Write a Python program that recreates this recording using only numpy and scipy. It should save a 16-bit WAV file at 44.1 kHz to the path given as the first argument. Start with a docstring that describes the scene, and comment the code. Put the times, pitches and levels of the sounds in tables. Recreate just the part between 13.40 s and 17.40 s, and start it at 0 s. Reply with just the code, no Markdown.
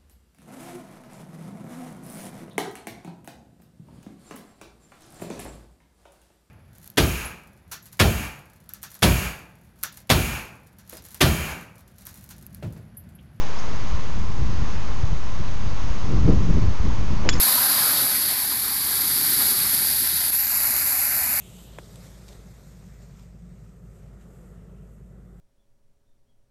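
"""A golf club cracks against a ball, driven off the tee some way off on an open, tree-lined course.
The club swishes down first; its hollow metal head rings on through the follow-through, and turf
and trees scatter the crack back. Wind buffets the microphone, with one stronger gust.
A small bird chips twice. Steady outdoor hiss and a faint wavering tone lie underneath."""
import sys
import numpy as np
from scipy import signal
from scipy.io import wavfile
from scipy.ndimage import uniform_filter1d

SR = 44100
rng = np.random.default_rng(int(sys.argv[2]) if len(sys.argv) > 2 else 0)


def unload_wav(signal):
    """Save mono or channel-first audio to the path in sys.argv[1] as 16-bit WAV at rate SR, clipped to [-1, 1]."""
    wavfile.write(
        sys.argv[1],
        SR,
        np.round(np.clip(np.atleast_2d(signal).T, -1, 1) * 32767).astype(np.int16),
    )


N = 176400
T = np.arange(N) / SR
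HIT_S = 3.8904

# Each row: mode frequency in Hz, level in dB, t60 in seconds.
HEAD_MODES = [(3050, -18, 0.03), (3397, -21, 0.042), (3950, -14, 0.0063), (5230, -3, 0.0036),
              (5500, -18, .028), (6570, -25, 0.032), (7110, -24, 0.041), (6900, -12.5, 0.0065)]
# Each row: centre in seconds, mode frequency in Hz, level in dB, half-width in seconds.
HEAD_FLARES = [(3.918, 3490, -30, .010), (3.916, 7030, -38, .013), (3.938, 5450, -26, .004),
               (3.938, 6950, -36, .012), (3.986, 7010, -38, .006)]
CONTACT_HZ, CONTACT_DB = 1880, -1
THUD_HZ, THUD_DB, THUD_T60_S = 320, -14.5, .018
DOPPLER_FALL_PER_S = .92
FLUTTER_DB, FLUTTER_HZ = 2.5, 110


def strike():
    """Contact pulse and ball knock; the head rings, sinking in pitch as it swings away."""
    pulse_arg = (np.pi * CONTACT_HZ * (T - HIT_S)) ** 2
    contact = from_db(CONTACT_DB) * (1 - 2 * pulse_arg) * np.exp(-pulse_arg)
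    age_s = np.maximum(T - HIT_S, 0)
    thud = from_db(THUD_DB) * decay(age_s, THUD_T60_S) * np.sin(2 * np.pi * THUD_HZ * age_s)
    rad_per_hz = 2 * np.pi * (age_s - DOPPLER_FALL_PER_S * age_s ** 2 / 2)
    ring = sum((-1) ** k * from_db(db) * decay(age_s, t60_s) * np.sin(hz * rad_per_hz)
               for k, (hz, db, t60_s) in enumerate(HEAD_MODES))
    for at_s, hz, db, half_s in HEAD_FLARES:  # the turning head aims a mode at the microphone
        multipath_db = FLUTTER_DB * drift(FLUTTER_HZ)
        ring += from_db(db + multipath_db) * swell(at_s, half_s) * np.sin(hz * rad_per_hz)
    return contact + thud + ring


# Each row: frequency in Hz, relative density in dB.
SWISH_SPECTRUM = [(150, -0.5), (350, 4.5), (750, -3), (1200, -19), (2400, -20), (5000, -36)]
SWISH_AT_S, SWISH_HALF_S, SWISH_DB = 3.867, .027, -26.5


def swish():
    """Air torn by shaft and head just before the blow."""
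    noise = sum(band for _, band in noise_bands(SWISH_SPECTRUM, count=12))
    return from_db(SWISH_DB) * swell(SWISH_AT_S, SWISH_HALF_S) * noise


# Each row: frequency in Hz, relative density in dB.
SCATTER_SPECTRUM = [(200, -8), (400, 1), (650, -7.5), (1100, 3.5), (2200, -0.5), (3200, -3), (4200, -8),
                    (5300, 0.5), (6000, -5.5), (6700, 1), (7500, -11)]
# Each row: delay in seconds, gain in dB, t60 in seconds, cut above 1 kHz in dB per octave.
ECHO_PATHS = [(.001, -17, 0.04, -1), (0.036, -30.5, 0.16, 0), (.061, -31.5, .5, 5)]
ECHO_RISE_S = .0014


def echoes():
    """Diffuse returns of the crack from the turf, the near trees and the wood behind."""
    bands = list(noise_bands(SCATTER_SPECTRUM, count=20))
    out = 0
    for delay_s, db, t60_s, cut_db_per_oct in ECHO_PATHS:
        age_s = np.maximum(T - HIT_S - delay_s, 0)
        envelope = from_db(db) * (1 - np.exp(-age_s / ECHO_RISE_S)) * decay(age_s, t60_s)
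        noise = sum(band * from_db(-cut_db_per_oct * max(np.log2(hz / 1000), 0)) for hz, band in bands)
        out += envelope * noise
    return out


# Each row: time in seconds, base level in dB.
WIND_LEVELS = [(0, -40), (.3, -33.5), (.5, -29.5), (.7, -33), (.82, -25), (.93, -30), (1.05, -25.5),
               (1.3, -27.5), (1.4, -29.5), (1.7, -29), (1.88, -32.5), (2.3, -27.5), (2.62, -30),
               (2.73, -20), (2.85, -15), (3.0, -18.5), (3.2, -20), (3.3, -24), (3.37, -34), (3.46, -23.5),
               (3.6, -25.5), (3.71, -20), (3.82, -26), (4, -23)]
# Each row: frequency in Hz, relative density in dB.
WIND_SPECTRUM = [(20, 3.5), (55, 3), (100, -4), (170, -9), (300, -20.5), (500, -34), (900, -51),
                 (2000, -70.5)]
# Each row: centre in seconds, boost in dB, half-width in seconds, tilt in dB per octave.
WIND_EDDIES = [(0.546, 7.5, 0.026, -6.5), (0.775, 5, 0.014, 0), (1.008, 2.5, 0.035, 1),
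               (1.232, 2, 0.012, -4), (1.64, 8.5, 0.0083, -6.5), (1.73, 3, .012, -8),
               (2.003, 11.5, 0.013, -0.5), (2.509, 6.5, 0.0091, -9), (2.709, 3, 0.039, 6),
               (2.887, 5, 0.017, 4), (2.917, 3.5, 0.025, 5), (3.103, 5.5, 0.019, .5), (3.178, 1, 0.023, 3),
               (3.269, 9, 0.02, -2.5), (3.41, 12, 0.0078, -6), (3.462, 6, 0.029, 3.5),
               (3.954, 1.5, 0.02, 6)]
WIND_REF_DB, WIND_KNEE_HZ, BRIGHTEN_PER_OCT = -23.5, 102, .18
LUMPS_DB, LUMPS_HZ = 1.5, 34
PATCHY_DB, PATCHY_HZ = 1.14, 15


def wind():
    """Lumpy rumble on the microphone, brighter when stronger; large eddies thud, small ones rustle."""
    force_db = in_time(WIND_LEVELS) + LUMPS_DB * drift(LUMPS_HZ)
    force_db += sum(db * swell(at_s, half_s) for at_s, db, half_s, _ in WIND_EDDIES)
    tilt_db_per_oct = sum(tilt * swell(at_s, half_s) for at_s, _, half_s, tilt in WIND_EDDIES)
    out = 0
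    for hz, band in noise_bands(WIND_SPECTRUM, count=18):
        octaves = np.clip(np.log2(hz / WIND_KNEE_HZ), -1, 2)
        brighten_db = BRIGHTEN_PER_OCT * (force_db - WIND_REF_DB) * max(octaves, 0)
        gain_db = force_db + tilt_db_per_oct * octaves + brighten_db + PATCHY_DB * drift(PATCHY_HZ)
        out += evened(band, window_s=.06) * from_db(gain_db)
    return out


# Each row: centre in seconds, pitch at the centre in Hz, level in dB.
BIRD_CHIPS = [(.022, 5400, -40), (.190, 5370, -36.5), (.198, 6500, -39.5)]
CHIP_HALF_S, CHIP_RISE_HZ_PER_S = .0035, 90000


def bird():
    """Tiny rising chips; the last two merge into one."""
    out = 0
    for at_s, hz, db in BIRD_CHIPS:
        age_s = T - at_s
        phase = 2 * np.pi * (hz + CHIP_RISE_HZ_PER_S * age_s / 2) * age_s
        out += from_db(db) * swell(at_s, CHIP_HALF_S) * np.sin(phase)
    return out


# Each row: frequency in Hz, relative density in dB.
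HISS_SPECTRUM = [(40, 5.5), (150, 5), (300, -1), (500, -1), (720, -4), (1040, 0.5), (1500, -7.5),
                 (2200, -9.5), (3000, -12), (3900, -14), (5200, -14.5), (5900, -16.5), (6600, -11.5),
                 (7200, -31)]
# Each row: time in seconds, level in dB.
HISS_LEVELS = [(0, -34.5), (.55, -35.7), (.9, -38.5), (1.3, -35.5), (1.8, -38), (2.5, -36), (3.1, -36.5),
               (4, -36)]
FLICKER_DB, FLICKER_HZ = .52, 3.4


def hiss():
    """Distant trees and roads, nearly steady."""
    bands = noise_bands(HISS_SPECTRUM, count=36)
    noise = sum(band * from_db(FLICKER_DB * drift(FLICKER_HZ)) for _, band in bands)
    return from_db(in_time(HISS_LEVELS)) * noise


WHINE_HZ, WHINE_WANDER_HZ, WHINE_RMS_DB = 1046, 9, -56.5


def whine():
    """A faint, distant tone wavering in level and pitch."""
    amplitude = from_db(WHINE_RMS_DB) * np.sqrt(2) * drift(rate_hz=4)
    pitch_hz = WHINE_HZ + WHINE_WANDER_HZ * drift(rate_hz=8)
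    return amplitude * np.sin(2 * np.pi * np.cumsum(pitch_hz) / SR)


def noise_bands(spectrum, count):
    """Yield (centre in Hz, noise band); the bands sum to the spectrum at about unit rms."""
    points_hz, points_db = np.transpose(spectrum)
    edges_hz = np.geomspace(points_hz[0] + 300, points_hz[-1] + 300, count + 1) - 300
    centres_hz = np.sqrt(edges_hz[1:] * edges_hz[:-1])
    density_db = np.interp(np.log(centres_hz), np.log(points_hz), points_db)
    gains = from_db(density_db) * np.sqrt(np.diff(edges_hz))
    gains /= np.linalg.norm(gains)
    for low_hz, high_hz, hz, gain in zip(edges_hz, edges_hz[1:], centres_hz, gains):
        bandpass = signal.butter(2, [low_hz, high_hz], "band", fs=SR, output="sos")
        band = signal.sosfilt(bandpass, rng.standard_normal(N + SR // 10))[-N:]
        yield hz, gain * unit_rms(band)


def drift(rate_hz):
    """Smooth random wander at unit rms."""
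    hop, settle = 40, 2000
    pole = np.exp(-2 * np.pi * rate_hz * hop / SR)
    noise = rng.standard_normal(N // hop + settle + 2)
    slow = signal.lfilter([1], [1, -2 * pole, pole * pole], noise)[settle:]
    return np.interp(np.arange(N) / hop, np.arange(len(slow)), unit_rms(slow))


def evened(x, window_s):
    """Hold a noise's running rms at its overall level."""
    power = uniform_filter1d(x * x, size=int(window_s * SR))
    return x.std() * x / np.sqrt(power + 1e-12)


def swell(at_s, half_s):
    """Bell curve of height 1, down to 1/e at half_s either side."""
    return np.exp(-((T - at_s) / half_s) ** 2)


def decay(age_s, t60_s):
    """Exponential fall, 60 dB in t60_s."""
    return np.exp(-np.log(1000) * age_s / t60_s)


def in_time(rows):
    """Join (seconds, value) points by straight lines."""
    return np.interp(T, *np.transpose(rows))


def from_db(db):
    """Decibels to gain."""
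    return 10 ** (np.asarray(db) / 20)


def unit_rms(x):
    """Scale to rms 1."""
    return x / np.sqrt(np.mean(x ** 2) + 1e-20)


def scene():
    """All sources at one microphone."""
    return (hiss() + wind() + whine() + bird() + swish() + strike() + echoes())[None]


CUTOFF_HZ, DC_OFFSET = 7450, -.242


def record(dry):
    """Steep low-pass plus a constant offset."""
    lowpass = signal.ellip(10, .3, 62, CUTOFF_HZ, fs=SR, output="sos")
    return signal.sosfilt(lowpass, dry) + DC_OFFSET


dry = scene()
out = record(dry)
unload_wav(out)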